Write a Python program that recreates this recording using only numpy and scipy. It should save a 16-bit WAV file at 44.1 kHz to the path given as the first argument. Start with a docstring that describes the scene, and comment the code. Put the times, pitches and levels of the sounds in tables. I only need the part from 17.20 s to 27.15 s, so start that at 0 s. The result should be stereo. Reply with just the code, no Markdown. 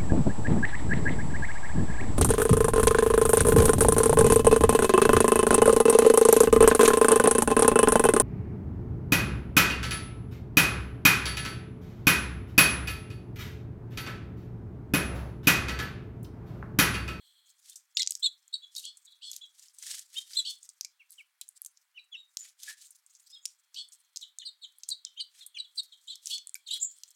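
"""Finches and sparrows feed on a heap of seed on a tree stump, close by, in a quiet yard.
Beaks and claws click on husks and wood, feet stir the seed, wings brush feathers and push air.
Two-voiced syrinx chirps, thin held notes and nasal cheeps, some breathy, come from near and far.
A wall throws them back; still air and a distant flock lie underneath."""
import sys
import numpy as np
from scipy import signal
from scipy.fft import rfft, irfft, next_fast_len
from scipy.io import wavfile
from scipy.ndimage import map_coordinates

SR = 44100
rng = np.random.default_rng(int(sys.argv[2]) if len(sys.argv) > 2 else 0)


def output_pcm(signal):
    """Save a mono or channel-first signal as 16-bit PCM at the path in sys.argv[1].

    Samples are clipped to [-1, 1] before scaling.
    """
    pcm = np.clip(np.atleast_2d(signal).T, -1, 1) * 32767
    wavfile.write(sys.argv[1], SR, np.round(pcm).astype(np.int16))


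N = 438794
TIME_S = np.arange(N) / SR

# still air: f/Hz, level/dB
AIR_SPECTRUM = [(30, -34.5), (250, -36.5), (400, -28.5), (600, -18.5), (900, -9), (1400, -4.5), (2300, -5),
                (3200, -11.5), (5000, -11), (7000, -14.5), (11000, -11), (16000, -13.5)]
# distant flock: t/s, level/dB
FLOCK_LEVELS = [(0, -65.5), (.3, -70), (.45, -90.5), (1.2, -78.5), (3.4, -87.5), (3.7, -83.5), (5.1, -96),
                (6.6, -78.5), (8, -74), (9.95, -72.5)]
# distant flock: f/Hz, level/dB
FLOCK_SPECTRUM = [(500, -78.5), (2600, -31), (3300, 3.5), (3750, -9.5), (4250, 0.5), (4900, -26),
                  (6800, -22), (8200, -9), (9500, -23.5)]
# feet in loose seed: t/s, length/s, level/dB
SEED_SHUFFLES = [(0.257, 0.074, -64.5), (0.432, .15, -64), (.88, 0.13, -58), (1.123, 0.26, -76),
                 (1.54, 0.13, -67), (1.738, .08, -64.5), (2.032, 0.28, -73), (2.369, 0.15, -68),
                 (2.585, 0.42, -66.5), (3.076, 0.28, -63), (3.421, .11, -64), (3.882, 0.061, -63),
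                 (4.221, 0.19, -70.5), (5.035, 0.044, -71), (5.175, .1, -69), (5.584, .1, -59.5),
                 (5.86, 0.22, -63.5), (6.258, .06, -69.5), (6.518, .23, -68.5), (6.952, 0.077, -74),
                 (7.454, 0.26, -76), (7.974, 0.058, -76), (8.544, 0.047, -58), (8.679, 0.24, -73),
                 (9.47, 0.11, -52.5), (9.71, 0.32, -72)]
# rubbing husks: f/Hz, level/dB
HUSK_SPECTRUM = [(200, -67), (1500, -21.5), (3000, -11), (5000, 0), (8000, 4.5), (10500, -5), (13000, -6),
                 (16000, -13)]
# short hissy bursts: wing flutters, and the breathy rasp around three cheeps (1.598, 3.308, 9.108 s):
# peak t/s, half length/s, hiss level/dB, puff level/dB
HISS_BURSTS = [(0.497, 0.043, -54.5, -75.5), (1.598, 0.046, -49, -87), (2.143, 0.042, -51.5, -76),
               (2.427, 0.06, -58.5, -76.5), (2.711, 0.07, -39, -55), (2.982, 0.041, -45.5, -63.5),
               (3.15, 0.06, -47.5, -63.5), (3.308, 0.024, -44.5, -84), (5.251, 0.044, -54, -64.5),
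               (5.437, 0.031, -49, -67), (5.499, 0.025, -42, -52), (5.619, 0.039, -54.5, -71),
               (8.193, 0.048, -57.5, -70), (9.108, 0.046, -41.5, -76)]
# hiss of feathers or breathy rasp: f/Hz, level/dB
HISS_SPECTRUM = [(150, -74), (900, -34.5), (1700, -30.5), (3200, 3), (5000, 4), (8200, 5.5), (10500, -0.5),
                 (16000, -15.5)]
# puff of air under the hiss: f/Hz, level/dB
PUFF_SPECTRUM = [(160, -41), (280, -22.5), (400, -24.5), (560, -10.5), (800, -9), (1200, -4), (1750, 9),
                 (2600, 8.5), (5000, -16.5)]
# beak and claw clicks: t/s, level/dB, centre f/Hz, decay scale/s, relative crackle level/dB
PECK_CLICKS = [(.497, -44.5, 7300, 0.0063, -3), (0.5573, -42.5, 7100, 0.013, -9),
               (0.7702, -21, 4250, .0041, -23.5), (.7958, -30, 6000, 0.0033, -20),
               (.82, -25.5, 4660, 0.0021, -22), (.8307, -28.5, 5200, 0.001, -25),
               (.8637, -39, 5600, .0014, -27), (.8741, -24, 5320, 0.0014, -32),
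               (0.9074, -26.5, 7700, 0.0023, -8), (.921, -35, 5900, 0.000486, -10.5),
               (0.9527, -32.5, 6570, 0.0012, -14.5), (1.5518, -42, 5800, .0006, -25),
               (1.5639, -36, 5700, 0.007, -3), (1.58, -40.5, 7600, 0.0067, -6),
               (1.595, -44, 7800, 0.0035, 3), (1.6525, -39, 7260, 0.0027, -14),
               (1.7708, -49, 7970, 0.0074, -17), (2.1151, -36, 7000, .0022, -5),
               (2.1313, -42, 5030, .0055, -8), (2.1635, -37.5, 6200, 0.0022, -3.5),
               (2.3952, -50, 6500, .0038, -10), (2.5852, -45, 7700, 0.0058, -10),
               (2.6258, -41, 6700, .0026, -22), (2.713, -39, 6600, .0015, -24),
               (2.7923, -39, 7400, 0.0054, -12), (3.133, -41, 5340, 0.0082, -20),
               (3.4293, -46.5, 7430, 0.0062, -29), (3.4906, -43.5, 7030, 0.004, -18),
               (3.61, -31, 5800, 0.0012, -10), (3.6476, -35, 6100, 0.0028, -16),
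               (3.906, -47.5, 10100, .001, 1), (3.9192, -50, 9350, 0.0056, 2),
               (4.2122, -37, 8130, .0022, -3), (4.2135, -44, 3920, 0.0051, -13),
               (4.289, -42, 9310, 0.0013, -8), (4.4181, -36, 11100, 0.00064, -4),
               (4.461, -38.5, 7600, 0.0035, -4.5), (4.4483, -41.5, 7860, 0.00078, -8),
               (4.5725, -56.5, 6000, 0.0043, -21), (5.1707, -30.5, 6570, 0.00081, -12),
               (5.4328, -40.5, 6500, 0.0032, -4), (5.7062, -48, 8850, 0.0055, -5),
               (5.9509, -53.5, 6400, 0.0051, -27), (6.255, -31, 6530, 0.00043, -21),
               (6.2584, -32.5, 6180, 0.001, -14), (6.544, -45, 4960, 0.011, -11),
               (6.721, -51.5, 6230, 0.011, -11), (6.9601, -38, 5450, 0.0092, -12),
               (6.972, -33.5, 6230, 0.00023, -32), (7.0117, -48, 6200, 0.014, -10),
               (7.1864, -36.5, 7630, 0.00072, -22), (7.5844, -50.5, 10400, 0.0039, 0),
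               (7.634, -39.5, 5370, 0.0033, -18), (7.6886, -29.5, 7900, 0.0046, -11.5),
               (7.688, -39.5, 7700, .0008, -18), (7.704, -37, 6860, 0.00043, -6),
               (7.8502, -33.5, 6330, 0.0011, -37), (8.264, -40, 9360, 0.0044, -4),
               (8.632, -52, 6570, .012, 4.5), (8.9554, -44, 6360, 0.0022, -9),
               (9.0585, -36, 7600, 0.00014, -37), (9.0716, -33.5, 6000, 0.00033, -28),
               (9.1815, -39.5, 5050, 0.0013, -17), (9.2719, -38.5, 8200, 0.0002, -20),
               (9.294, -42.5, 7900, 0.001, -22), (9.3436, -33.5, 8430, 0.00022, -13),
               (9.354, -41.5, 5700, 0.0058, 2), (9.5378, -38.5, 9200, 0.015, -10),
               (9.835, -40, 5620, 0.0018, -12), (9.9055, -52.5, 7320, 0.0049, 0)]
# finch chirps on a pitch arch; with crest delay <= 0 they only fall:
# t/s, length/s, crest f/Hz, crest delay/s, relative second voice level/dB, level/dB
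FINCH_CHIRPS = [(.515, 0.014, 3650, .014, -16, -50), (.777, .058, 3830, 0.014, 2, -30.5),
                (1.026, .059, 3756, 0.023, 0, -25.5), (1.329, 0.044, 3936, 0.017, -2, -35),
                (1.415, 0.051, 3490, 0.02, -10.5, -52), (1.555, 0.042, 3910, 0.02, -3, -39.5),
                (1.857, 0.039, 4310, -0.012, -6.5, -60.5), (1.907, 0.041, 4300, -.01, -5, -62.5),
                (2.206, 0.056, 3490, 0.024, -9, -46.5), (2.951, 0.051, 3214, 0.029, -2.5, -38),
                (3.154, 0.062, 3647, 0.028, 6, -31), (3.793, 0.042, 2926, -0.0014, -22.5, -59.5),
                (3.977, 0.047, 3245, -.007, -33.5, -47), (4.746, 0.061, 3020, 0.015, -25, -51.5),
                (4.782, 0.021, 4360, -.01, -15, -63), (4.918, 0.054, 3490, 0.0036, -28.5, -39),
                (6.122, 0.063, 3766, 0.021, -14.5, -49), (7.008, 0.044, 4110, -0.013, 3.5, -52),
                (7.188, 0.056, 3700, .007, -3, -49), (7.251, 0.049, 4177, 0.011, -1.5, -37.5),
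                (7.415, 0.053, 3880, 0.0036, 0, -43.5), (7.694, 0.048, 4150, 0.016, -3, -38.5),
                (7.844, 0.036, 3980, -0.013, -1, -51.5), (7.965, 0.059, 3227, .025, -8.5, -40.5),
                (7.997, 0.034, 4300, 0.0022, 0.5, -35.5), (8.198, 0.05, 3660, 0.014, -4, -53.5),
                (8.343, 0.049, 2910, 0.0065, 6, -50.5), (8.381, 0.032, 4190, 0.0063, -9.5, -37),
                (8.436, 0.031, 4030, -0.011, -10, -53), (8.572, 0.039, 4146, 0.0067, -0.5, -30),
                (8.716, 0.031, 3815, -0.0085, -3, -51), (8.875, 0.069, 3565, 0.027, 3, -42.5),
                (9.463, 0.054, 4120, -0.012, 1.5, -46), (9.5, 0.064, 3468, 0.029, 9, -43.5)]
# thin held notes of other birds; columns as FINCH_CHIRPS
THIN_CALLS = [(.751, 0.061, 7160, 0.029, -13, -40), (4.948, 0.064, 3840, 0.033, -29.5, -59),
              (5.182, 0.035, 7150, 0.0026, -19, -45.5), (6.089, 0.04, 5110, 0.021, -20.5, -59),
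              (6.211, .063, 7080, 0.035, -8, -65), (9.601, 0.07, 7140, .036, 0, -34)]
# landings and push-offs: t/s, f/Hz, level/dB, rise/s, decay/s
LANDING_KNOCKS = [(0.793, 2074, -45.5, 0.0013, 0.012), (3.647, 2376, -54.5, 0.0011, 0.0073),
                  (5.474, 1760, -46, 0.0053, 0.028), (7.222, 1892, -66.5, 0.0027, 0.013),
                  (9.355, 1610, -57.5, 0.0018, 0.0051), (9.353, 2345, -53.5, 0.00058, 0.0093)]
# nasal cheeps: t/s, length/s, nominal pitch f/Hz, level/dB
NASAL_CHEEPS = [(1.629, 0.065, 874, -46.5), (2.008, 0.095, 863, -45.5), (3.241, 0.066, 879, -39.5),
                (6.551, 0.065, 872, -43.5), (8.868, 0.087, 869, -55.5), (9.096, 0.064, 885, -36.5),
                (9.498, 0.073, 847, -42.5)]
# throat resonances of a cheep: f/Hz, width/Hz, level/dB
THROAT_RESONANCES = [(2970, 1730, 3.5), (4480, 170, 6), (8000, 740, -8.5), (11200, 1000, -38)]

WALL_DELAY_S = 0.022


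def from_db(db):
    return 10 ** (np.asarray(db) / 20)


def unit_rms(x):
    return x / np.sqrt(np.mean(x ** 2) + 1e-20)


def add(out, start_s, sound):
    """Mix sound into out from start_s on."""
    at = max(0, round(start_s * SR))
    out[..., at:at + sound.shape[-1]] += sound[..., :max(0, N - at)]


def colour(x, spectrum):
    """Shape noise to a spectrum; rms 1."""
    hz, db = np.transpose(spectrum)
    size = next_fast_len(N)
    bins_hz = np.maximum(np.fft.rfftfreq(size, 1 / SR), 1)
    gain = from_db(np.interp(np.log(bins_hz), np.log(hz), db))
    return unit_rms(irfft(rfft(x, size) * gain, size)[..., :N])


def band(x, low_hz, high_hz, order=2):
    edges_hz = [np.clip(low_hz, 20, .4 * SR), np.clip(high_hz, 40, .45 * SR)]
    return signal.sosfilt(signal.butter(order, edges_hz, "band", fs=SR, output="sos"), x)


def wander(t, per_s):
    """Smooth random curve, spread about 1."""
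    return map_coordinates(rng.standard_normal(4096), [t * per_s], order=3, mode="wrap")


def widen(mid, side, side_db):
    return mid + from_db(side_db) * side * np.array([[1], [-1]])


def swell(progress, edge_share):
    """Smooth fade in and out, each over edge_share of a note."""
    return np.sin(np.pi / 2 * np.clip(np.minimum(progress, 1 - progress) / edge_share, 0, 1)) ** 2


def still_air(level_db=-77.5):
    """Steady faint outdoor hiss."""
    return from_db(level_db) * widen(*colour(rng.standard_normal((2, N)), AIR_SPECTRUM), side_db=-2.5)


def distant_flock(flicker_db=2.1):
    """Far chatter, blurred to a flickering band of noise."""
    level_db = np.interp(TIME_S, *np.transpose(FLOCK_LEVELS)) + flicker_db * wander(TIME_S, 26)
    chatter = from_db(level_db) * colour(rng.standard_normal((2, N)), FLOCK_SPECTRUM)
    return widen(*chatter, side_db=3.5)


def stirring(rest_db=-80.5, attack_s=0.015, release_s=0.066):
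    """Seed motion envelope: each shuffle sets in, holds, and the heap settles."""
    out, t = np.full(N, from_db(rest_db)), np.arange(SR) / SR
    for start_s, length_s, db in SEED_SHUFFLES:
        settling = np.exp(-np.maximum(t - length_s, 0) / release_s)
        add(out, start_s, from_db(db) * np.minimum(t / attack_s, 1) * settling)
    return out


def seed_rustle(grains_per_s=700, grain_s=.001, spread_db=0.5, bed_db=-2, clump_db=6, patch_db=4.5):
    """Tiny husk grains over a fine hiss, in clumps as feet shift; each clump has its own colour."""
    sizes = from_db(spread_db * np.minimum(rng.exponential(1, N), 4))
    impacts = sizes * (rng.random(N) < grains_per_s / SR)
    grains = unit_rms(signal.lfilter([1], [1, -np.exp(-1 / (grain_s * SR))], impacts + 1e-18))
    clumps = from_db(clump_db * np.clip(wander(TIME_S, 70), -2, 2))
    rubbing = rng.standard_normal((2, 2, N)) * (grains + from_db(bed_db)) * clumps
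    edges_hz, patches = np.linspace(200, 17000, 15), np.zeros((2, N))
    for k, (low_hz, high_hz) in enumerate(zip(edges_hz, edges_hz[1:])):
        gain = np.repeat(from_db(patch_db * wander(TIME_S[::64], 45)), 64)[:N]
        patches += band(rubbing[k % 2], low_hz, high_hz) * gain
    return widen(*colour(patches, HUSK_SPECTRUM), side_db=-2.5) * stirring()


def flutters_and_rasps(pulses_per_s=26, depth_db=3.5, steepness=2.17, grain_db=2, puff_spread_db=4):
    """Pulsing hiss over uneven puffs: wings brush feathers and push air, or a cheep rasps breathily."""
    hiss, puff = np.zeros(N), np.zeros(N)
    t = np.arange(-SR // 4, SR // 4) / SR
    pulses = from_db(depth_db * (np.cos(2 * np.pi * pulses_per_s * t) - .5))
    for peak_s, half_s, hiss_db, puff_db in HISS_BURSTS:
        envelope = pulses * .5 ** (np.abs(t / half_s) ** steepness)
        add(hiss, peak_s + t[0], from_db(hiss_db) * envelope)
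        add(puff, peak_s + t[0], from_db(puff_db) * envelope)
    grainy = rng.standard_normal((2, N)) * from_db(grain_db * wander(TIME_S, 700))
    gusty = rng.standard_normal((2, N)) * from_db(puff_spread_db * wander(TIME_S, 160))
    mid, side = hiss * colour(grainy, HISS_SPECTRUM) + puff * colour(gusty, PUFF_SPECTRUM)
    side = side - 2 * np.diff(side, 2, prepend=0, append=0)   # wider in the treble
    return widen(mid, side, side_db=-14)


def click(db, hz, decay_s, crackle_db, width_oct, rattle_db=-11, settle_db=-25, settle_s=0.017):
    """A hard snap, the husk rattles, its neighbours settle. Too small to radiate bass."""
    t = np.arange(3000) / SR
    rattle = from_db(rattle_db) * np.exp(-t / (2 * decay_s))
    # a brief contact disturbs fewer seeds
    settling = from_db(settle_db) * np.sqrt(decay_s / settle_s) * np.exp(-t / settle_s)
    envelope = np.exp(-t / (.55 * decay_s)) + rattle + settling
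    force = envelope * rng.standard_normal(len(t))
    force[3] += 1.96   # the strike
    body = unit_rms(band(force, hz * 2 ** (-width_oct / 2), hz * 2 ** (width_oct / 2)))
    skirt = from_db(-16) * width_oct * unit_rms(band(force, 4300, 6500))
    snap = unit_rms(band(body + skirt, 2000, 10500, order=5))
    crackle = unit_rms(band(envelope * rng.standard_normal((2, len(t))), 10500, 14000, order=3))
    sound = snap + crackle * from_db([[crackle_db - 1.5], [crackle_db + 1.5]])
    return from_db(db) * sound / np.sqrt(np.mean(sound[:, :220] ** 2))   # db: rms of the first 5 ms


def husk_ticks(ticks_per_s=5, centre_hz=6930, spread_oct=.25):
    """Shuffles flick husks at random moments; longer ones flick more."""
    out = np.zeros((2, N))
    for start_s, length_s, _ in SEED_SHUFFLES:
        for _ in range(round(ticks_per_s * length_s)):
            hz = centre_hz * 2 ** (spread_oct * rng.standard_normal())
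            tick = click(db=-54.5, hz=hz, decay_s=.003, crackle_db=-12.5, width_oct=0.36)
            add(out, start_s + length_s * rng.random(), tick)
    return out


def pecks(widest_oct=0.82, half_width_at_hz=9500):
    """Beaks and claws strike husks and wood; the higher a click, the clearer its pitch."""
    out = np.zeros((2, N))
    for start_s, db, hz, decay_s, crackle_db in PECK_CLICKS:
        width_oct = widest_oct / (1 + (hz / half_width_at_hz) ** 4)
        add(out, start_s, click(db, hz, decay_s, crackle_db, width_oct))
    return out


def chirps(calls, slope_hz_per_s, echo_db, rounding_s=0.014, voice_gap_hz=537, near_db=-34.5):
    """Each side of the syrinx whistles an arch; products add upper bands. Returns direct, echo feed."""
    direct, feed = np.zeros(N), np.zeros(N)
    for start_s, length_s, crest_hz, crest_s, second_db, db in calls:
        lead_s = length_s / 10
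        t = np.arange(int((length_s + 2 * lead_s) * SR)) / SR
        from_crest_s = np.minimum(t - lead_s, 0.71 * length_s) - crest_s   # the glide ends held
        arch_hz = crest_hz - slope_hz_per_s * (np.hypot(from_crest_s, rounding_s) - rounding_s)
        lower_hz = arch_hz * (1 + 0.01 * wander(t, 250))
        upper_hz = lower_hz + voice_gap_hz * (1 + 0.018 * wander(t, 100))
        lower, upper = np.exp(2j * np.pi * np.cumsum([lower_hz, upper_hz], axis=1) / SR)
        rasp = 1 + .08 * (wander(t, 1800) + 1j * wander(t, 1800))   # uneven membrane flutter
        voices = (lower + from_db(second_db) * upper) * rasp
        overtones = from_db(-17) * band((voices ** 2).real, 6600, 8800, order=1)
        overtones += from_db(-40) * (voices ** 3).real
        fainter_db = near_db - db
        tone = voices.real + from_db(-0.13 * max(fainter_db, 0)) * overtones   # soft notes are purer
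        shimmer_db = 4 * wander(t, 160)
        note = tone * swell(t / t[-1], 0.43) * from_db(db + 1 + shimmer_db)
        add(direct, start_s - lead_s, note)
        # fainter birds are further off: larger share of echo
        add(feed, start_s - lead_s, note * from_db(echo_db + 0.52 * fainter_db))
    return np.array([direct, feed])


def knocks(width_hz=170):
    """Birds land and push off: a dull, narrow ring that dies quickly."""
    out, t = np.zeros(N), np.arange(9000) / SR
    for start_s, hz, db, rise_s, decay_s in LANDING_KNOCKS:
        ring = band(rng.standard_normal(2 * len(t)), hz - width_hz / 2, hz + width_hz / 2)[len(t):]
        envelope = 2 * (1 - np.exp(-t / rise_s)) * np.exp(-t / decay_s)
        add(out, start_s, from_db(db) * unit_rms(ring) * envelope)
    return out


def cheeps(scoop_share=.31, scoop_s=.034, sag_share=0.027):
    """A low, rough note scoops up to pitch; its harmonics slide into the throat resonances."""
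    out, harmonics = np.zeros(N), np.arange(4, 17)[:, None]
    for start_s, length_s, pitch_hz, db in NASAL_CHEEPS:
        t = np.arange(int(length_s * SR)) / SR
        scoop = scoop_share * np.maximum(1 - t / scoop_s, 0) ** 1.5
        sag = sag_share * (t / length_s) ** 2
        hz = pitch_hz * (1 - scoop - sag) * (1 + 0.014 * wander(t, 400))
        gains = sum(from_db(peak_db) / (1 + (2 * (harmonics * hz - peak_hz) / width_hz) ** 2)
                    for peak_hz, width_hz, peak_db in THROAT_RESONANCES)
        phases = 2 * np.pi * harmonics * np.cumsum(hz) / SR + rng.uniform(0, 2 * np.pi, harmonics.shape)
        note = np.sum(gains * np.sin(phases), axis=0)
        rasp = 1 + .16 * wander(t, 900)
        add(out, start_s, from_db(db) * note * rasp * swell(t / length_s, 0.4))
    return out


def yard_echo(x, near_db=-3, near_s=0.0066, wall_db=-5, scatter_db=-3, t60_s=0.18):
    """Quick bounces off stump and ground, one wall echo, stereo scatter from fence and shrubs."""
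    t = np.arange(SR // 2) / SR
    near = band(rng.standard_normal(len(t)), 660, 9000, order=1) * np.exp(-t / near_s) * (t > .002)
    tail = from_db(-60 * t / t60_s) * (1 - np.exp(-t / 0.028))
    scatter = band(rng.standard_normal((2, len(t))), 720, 6100, order=1) * tail
    response = from_db(scatter_db) * widen(*scatter, side_db=-6.5) / np.linalg.norm(scatter[0])
    response += from_db(near_db) * near / np.linalg.norm(near)
    response[:, round(WALL_DELAY_S * SR)] += from_db(wall_db)
    return signal.fftconvolve(x[None], response, axes=1)[:, :N]


def scene():
    """Feeding, calls and yard echo over still air and the far flock."""
    bed = seed_rustle() + still_air() + distant_flock()
    finches = chirps(FINCH_CHIRPS, slope_hz_per_s=34000, echo_db=-18)
    thin_calls = chirps(THIN_CALLS, slope_hz_per_s=20000, echo_db=-8.5)
    chirp, chirp_feed = finches + thin_calls
    cheep = cheeps()
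    stump = pecks() + flutters_and_rasps() + knocks() + husk_ticks()
    chirp_feed = band(chirp_feed, 3000, 9200, order=4)   # leaves and twigs return few low notes
    echoes = yard_echo(chirp_feed + from_db(-3) * cheep + from_db(-20) * stump.mean(axis=0))
    # the cheeping bird sits near the wall: its note comes twice
    cheep_echo = from_db(-6.5) * np.roll(cheep, round(WALL_DELAY_S * SR))
    return stump + chirp + cheep + cheep_echo + echoes + bed


def record(dry, port_hz=12600, port_width_hz=2200, cutoff_hz=16550):
    """The right microphone port turns the treble's phase; both sides are low-passed."""
    radius = np.exp(-np.pi * port_width_hz / SR)
    poles = np.array([1, -2 * radius * np.cos(2 * np.pi * port_hz / SR), radius ** 2])
    heard = np.array([dry[0], signal.lfilter(poles[::-1], poles, dry[1])])
    return signal.sosfilt(signal.ellip(10, .2, 80, cutoff_hz, fs=SR, output="sos"), heard)


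dry = scene()
out = record(dry)
output_pcm(out)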